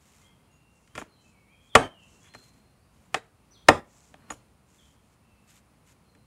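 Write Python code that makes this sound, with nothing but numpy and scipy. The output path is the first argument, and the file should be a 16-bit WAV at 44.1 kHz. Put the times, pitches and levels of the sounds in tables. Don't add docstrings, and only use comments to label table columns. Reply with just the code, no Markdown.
import sys
import numpy as np
from scipy import signal
from scipy.fft import rfft, irfft, next_fast_len
from scipy.io import wavfile
from scipy.ndimage import uniform_filter1d, map_coordinates

SR = 44100
rng = np.random.default_rng(int(sys.argv[2]) if len(sys.argv) > 2 else 0)


def digitize_waveform(pressure):
    field = np.atleast_2d(pressure).T
    bounded = np.clip(field, -1, 1)
    quanta = np.round(bounded * 32767).astype(np.int16)
    wavfile.write(sys.argv[1], SR, quanta)


N = 276049

# f/Hz, level/dB
TRAFFIC_COLOUR = [(15, -41.5), (25, -16), (59, -2), (209, -6), (349, -15.5), (421, -15.5), (598, -17.5),
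                  (1140, -18.5), (1710, -26), (2560, -25), (3440, -31.5), (4260, -30.5), (5880, -34.5),
                  (9810, -34.5), (15500, -44.5)]
# f/Hz, level/dB
HISS_COLOUR = [(3000, -25.5), (8500, -12), (9600, -3), (10600, -16), (15000, -18)]
# t/s, length/s, level/dB, flatness (0 fingertip, 1 whole palm)
HAND_STROKES = [(-.06, .41, -66, 0.73), (0.663, 0.33, -76, 0.33), (1.169, 0.195, -72.5, 0.23),
                (1.599, .14, -73.5, 0.44), (1.954, 0.4, -67, .35), (2.308, .24, -65, .9),
                (2.508, 0.12, -72, 0.95), (2.879, 0.281, -75.5, 0.76), (3.825, .36, -65.5, 0.42),
                (4.621, 0.384, -68.5, 0.67), (4.998, 0.2, -76.5, 0.62), (5.45, .17, -61.5, 0.99),
                (5.841, .11, -65.5, 0.81)]
# f/Hz, level/dB
SKIN_COLOUR = [(300, -25), (900, -4), (2200, -0.5), (3500, -3), (4800, -6.5), (6200, -2), (7200, 1),
               (8300, -3.5), (9700, -8.5), (12500, -9.5), (16000, -23.5)]
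# t/s, length/s, first f/Hz, last f/Hz, level/dB
BIRD_WHISTLES = [(0.205, .035, 2100, 2090, -55.5), (0.234, 0.043, 3170, 3220, -54),
                 (0.456, 0.33, 2768, 2747, -59.5), (0.506, .06, 6370, 6850, -56),
                 (0.877, 0.095, 2905, 3185, -63), (1.08, 0.054, 4450, 4150, -59),
                 (1.125, 0.086, 4100, 4025, -57.5), (1.149, 0.089, 3210, 3010, -61.5),
                 (1.228, 0.087, 2690, 2592, -56), (1.301, .15, 2520, 2137, -61),
                 (1.47, 0.1, 2143, 2494, -53), (1.485, 0.19, 3120, 3273, -56.5),
                 (1.69, .06, 3900, 3130, -49.5), (1.799, 0.083, 3112, 3060, -45),
                 (1.909, .16, 3190, 2697, -50), (2.208, .07, 3250, 3400, -51),
                 (2.275, 0.194, 4130, 4140, -51.5), (2.55, .2, 4200, 4190, -70),
                 (2.75, 0.14, 4310, 4700, -68.5), (3.507, 0.025, 5680, 5970, -47),
                 (3.522, 0.073, 5880, 3150, -53.5), (4.151, .27, 4230, 4190, -67.5),
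                 (4.776, 0.076, 3660, 3060, -51.5), (5.199, 0.32, 2742, 2640, -62),
                 (6.02, .23, 4350, 4050, -66)]
# f/Hz, t60/s
STREET_DECAY = [(2000, 0.89), (8000, 0.27)]
# f/Hz, t60/s, level/dB struck at clip one, level/dB at clip two
BOX_MODES = [(110, 0.044, -10.5, -22), (238.5, .11, -23, -15.5), (303.5, 0.11, -18, -17),
             (445.7, 0.098, -9, -10.5), (465, 0.11, -11, -9.5), (598, 0.056, -5.5, -5.5),
             (767, 0.064, -8.5, 1.5), (886.7, 0.067, -8, -4), (1033, .06, -7.5, -8.5),
             (1139, 0.061, -2, -12.5), (1223.6, 0.046, -6, -5), (1385, 0.046, -3.5, -8),
             (1521, 0.038, -13, -7.5), (1813.4, 0.026, -2, 6), (2100, .06, -11, -8.5),
             (2314, 0.056, -9, -5.5), (2454, 0.046, -16.5, -2.5), (2550, 0.092, -18, -8),
             (2962, 0.04, -16, -10.5), (3260, .05, -14.5, -19.5), (5090, 0.047, -31.5, -18),
             (6640, 0.047, -25, -25), (7280, 0.057, -26, -20.5), (8770, 0.022, -18, -21.5)]
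# low f/Hz, high f/Hz, t60/s of noisy ringing, its level/dB against the modes
BLOW_BANDS = [(44.4, 400, 0.2, -5), (369.9, 1400, 0.09, -6.5), (1495, 3500, 0.035, -3.5),
              (3470, 12000, 0.036, 1.5)]
# f/Hz, level/dB
BLOW_COLOUR = [(45, 1), (110, 3.5), (175, -6), (260, 1), (700, 3.5), (1000, 0.5), (2000, -2.5),
               (3200, -7.5), (4200, -8.5), (5200, -7), (6000, -7.5), (7800, -6), (10500, -16),
               (15000, -26.5)]
# f/Hz, t60/s
SHELTER_DECAY = [(100, 0.27), (600, 0.38), (2500, 0.34), (8000, 0.26), (15000, 0.25)]
# t/s, level/dB, thud/dB, hardness/dB, place (0 clip one, 1 clip two), share of the full ring time
LID_KNOCKS = [(.875, -69, -5, 22, .55, 1), (.9524, -44.5, 1, 11, 0, .95),
              (0.9776, -35, -9.5, 0, 0.27, 0.97), (1.015, -39, -2.5, -5, 0.7, 0.32),
              (1.023, -40, -1.5, -16, 0.2, 0.04), (2.338, -53, -20, 12, .91, 0.7),
              (2.3476, -40, -4.5, 2.5, .95, 1), (4.141, -39, -11, -4.5, 1, 0.37),
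              (4.3025, -35.5, -8.5, -3, 0.19, 1), (4.319, -42.5, -3, -7, 0.19, .9),
              (6.15, -55, 3, 4.5, 0.7, 1)]
# t/s, level/dB, thud/dB, hardness/dB, place, ring share, tick/dB, echo/dB
CLIP_SNAPS = [(1.7525, -7, -12.5, -1.5, 0.1, .95, -23.5, -14.5),
              (3.1449, -25.5, -14, 2.5, 0.86, 0.75, -1.5, -13),
              (3.6858, -4.5, -13, -3, 0.96, .92, -24, -19)]
# t/s, length/s, level/dB, low f/Hz, high f/Hz
RIM_SCRAPES = [(.955, 0.0082, -44, 300, 12000), (0.981, 0.034, -45.5, 500, 13200),
               (2.232, 0.067, -51, 600, 11950), (3.926, 0.12, -60, 452, 900),
               (4.172, 0.188, -59.5, 499, 1820), (4.311, 0.042, -49.5, 4100, 14000)]
# f/Hz, level/dB
RIM_COLOUR = [(200, -20), (1200, 6), (3000, 6.5), (4500, -10), (7000, 3), (8300, -6), (10000, -3),
              (13000, -13), (16000, -20)]
# t/s, level/dB
CLIP_TWANGS = [(0.992, -44.5), (4.3046, -30.5)]
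# f/Hz, level/dB, t60/s
CLIP_MODES = [(6820, 2, 0.043), (7240, -10, 0.034), (9410, -10, 0.056)]


def amp(db):
    return 10 ** (np.asarray(db) / 20)


def unit(x):
    return x / np.sqrt(np.mean(x ** 2) + 1e-20)


def along(points, hz):
    f, v = np.transpose(points)
    return np.interp(np.log(hz + 1), np.log(f + 1), v)


def wobble(rate, size):
    points = rng.standard_normal(int(size * rate / SR) + 4)
    return map_coordinates(points, [np.arange(size) * rate / SR])


def noise(colour, size):
    m = next_fast_len(size)
    gains = amp(along(colour, np.fft.rfftfreq(m, 1 / SR)))
    return unit(irfft(rfft(rng.standard_normal(m)) * gains, m)[:size])


def bandpass(x, low_hz, high_hz, order=3):
    return signal.sosfilt(signal.butter(order, [low_hz, high_hz], "band", fs=SR, output="sos"), x)


def add(track, s, sound):
    part = track[max(round(s * SR), 0):][:len(sound)]
    part += sound[:len(part)]


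def fade(t, t60):
    return np.exp(-np.log(1000) * t / t60)


def echo(x, decay, build_s):
    hz, t, spectrum = signal.stft(rng.standard_normal(SR // 2), SR, nperseg=256)
    tail = signal.istft(spectrum * fade(t, along(decay, hz)[:, None]), SR, nperseg=256)[1]
    tail *= 1 - np.exp(-np.arange(len(tail)) / SR / build_s)
    return signal.fftconvolve(x, tail / np.linalg.norm(tail))[:len(x)]


def traffic_and_hiss():
    drift = amp(-51.5 + 0.82 * wobble(5.4, N))
    traffic = drift * bandpass(noise(TRAFFIC_COLOUR, N), 44, 20000)
    return traffic + amp(-69) * noise(HISS_COLOUR, N)


def palms(fingertip_hz=(4740, 8500)):
    track = np.zeros(N)
    for s, length, db, flatness in HAND_STROKES:
        size = round(length * SR)
        palm = noise(SKIN_COLOUR, size)
        fingertip = unit(bandpass(noise(SKIN_COLOUR, size), *fingertip_hz, order=2))
        hiss = flatness * palm + (1 - flatness) * fingertip
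        grain = amp(3 * wobble(700, size) + 1.6 * wobble(50, size))
        swell = signal.windows.tukey(size, 0.71)
        stroke = amp(db + 11) * swell * unit(hiss * grain)
        add(track, s, stroke[max(round(-s * SR), 0):])
    return track


def birds(waver=0.013, flutter_db=2.5):
    track = np.zeros(N)
    for s, length, first_hz, last_hz, db in BIRD_WHISTLES:
        size = round(length * SR)
        progress = np.linspace(0, 1, size)
        glide = last_hz + (first_hz - last_hz) * (1 - progress) ** 2.5
        pitch = glide * (1 + waver * wobble(200, size))
        swell = signal.windows.tukey(size, 0.45) * amp(db + flutter_db * wobble(25, size))
        add(track, s, swell * np.sin(2 * np.pi * np.cumsum(pitch) / SR))
    return amp(-3) * track + amp(-2.5) * echo(track, STREET_DECAY, build_s=0.0058)


def unit_onset(x):
    return x / np.sqrt(np.mean(x[:SR // 100] ** 2))


def blow(levels_db, place, ring_share, attack_s, scatter_db, noisy_db):
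    t = np.arange(SR // 3) / SR
    hz, t60, first_db, second_db = np.transpose(BOX_MODES)[:, :, None]
    place_db = first_db + place * (second_db - first_db)
    strength = amp(place_db + scatter_db * rng.standard_normal(hz.shape))
    sign = np.cos(np.pi * np.arange(len(hz)))[:, None]
    modes = np.sum(sign * strength * fade(t, t60 * ring_share) * np.sin(2 * np.pi * hz * t), axis=0)
    rise = 1 - np.exp(-t / attack_s)
    impact = 1 + 1.5 * fade(t, 0.005)
    sound = np.zeros(len(t))
    for db, (low_hz, high_hz, blur_t60, blur_db) in zip(levels_db, BLOW_BANDS):
        tones = unit_onset(bandpass(modes * rise, low_hz, high_hz))
        burst = noise(BLOW_COLOUR, len(t)) * fade(t, blur_t60 * ring_share) * impact * rise
        blur = unit_onset(bandpass(burst, low_hz, high_hz))
        sound += amp(db) * unit_onset(tones + amp(blur_db + noisy_db) * blur)
    return sound


def contact(db, thud_db, hardness_db, place, ring_share, echo_db):
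    clack_db, crack_db = 0.7 * hardness_db - 1, hardness_db - 10.5
    levels_db = db + np.array([thud_db, 0, clack_db, crack_db])
    direct = blow(levels_db, place, ring_share, attack_s=0.0003, scatter_db=1.84, noisy_db=0)
    all_round_db = levels_db + [6.5, -0.5, -3.5, -0.5]
    all_round = blow(all_round_db, place, ring_share, attack_s=0.0005, scatter_db=1.5, noisy_db=11)
    return direct + amp(echo_db) * echo(all_round, SHELTER_DECAY, build_s=0.0051)


def knocks():
    track = np.zeros(N)
    for s, *touch in LID_KNOCKS:
        add(track, s, contact(*touch, echo_db=-12.5))
    return track


def scrapes():
    track = np.zeros(N)
    for s, length, db, low_hz, high_hz in RIM_SCRAPES:
        size = round(length * SR)
        slips = noise(RIM_COLOUR, size) * amp(2.1 * wobble(600, size))
        grit = unit(bandpass(slips, low_hz, high_hz, order=2))
        add(track, s, amp(db) * signal.windows.tukey(size, 0.4) * grit)
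    return track + amp(-5.5) * echo(track, SHELTER_DECAY, build_s=0.008)


def twangs():
    track, t = np.zeros(N), np.arange(SR // 4) / SR
    ring = sum(amp(db) * fade(t, t60) * np.sin(2 * np.pi * hz * t) for hz, db, t60 in CLIP_MODES)
    rise = 1 - np.exp(-t / 0.0008)
    for s, db in CLIP_TWANGS:
        add(track, s, amp(db) * ring * rise)
    return track + amp(-22) * echo(track, SHELTER_DECAY, build_s=0.00803)


def snaps(tick_lead_s=0.0016, tick_ring_share=0.18):
    track = np.zeros(N)
    for s, db, thud_db, hardness_db, place, ring_share, tick_db, echo_db in CLIP_SNAPS:
        tick = contact(db + tick_db, thud_db, hardness_db, place, tick_ring_share, echo_db)
        add(track, s - tick_lead_s, tick)
        add(track, s, contact(db, thud_db, hardness_db, place, ring_share, echo_db))
    return track


def scene():
    lid = knocks() + snaps() + scrapes() + twangs()
    return (lid + palms() + birds() + traffic_and_hiss())[None]


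def noise_gate(x, open_db=-37, knee_db=5, depth_db=10.5, window_s=0.027, glide_s=0.029):
    power = uniform_filter1d(x ** 2, int(window_s * SR))
    level_db = 10 * np.log10(np.abs(power) + 1e-12)
    closed = np.clip((open_db - level_db) / knee_db, 0, 1)
    return x * amp(-depth_db * uniform_filter1d(closed, int(glide_s * SR)))


def record(dry):
    clipped = np.clip(noise_gate(dry), -1, 1)
    m = next_fast_len(N + SR // 2)
    passband = np.fft.rfftfreq(m, 1 / SR) < 15750
    return irfft(rfft(clipped, m) * passband, m)[..., :N]


dry = scene()
out = record(dry)
digitize_waveform(out)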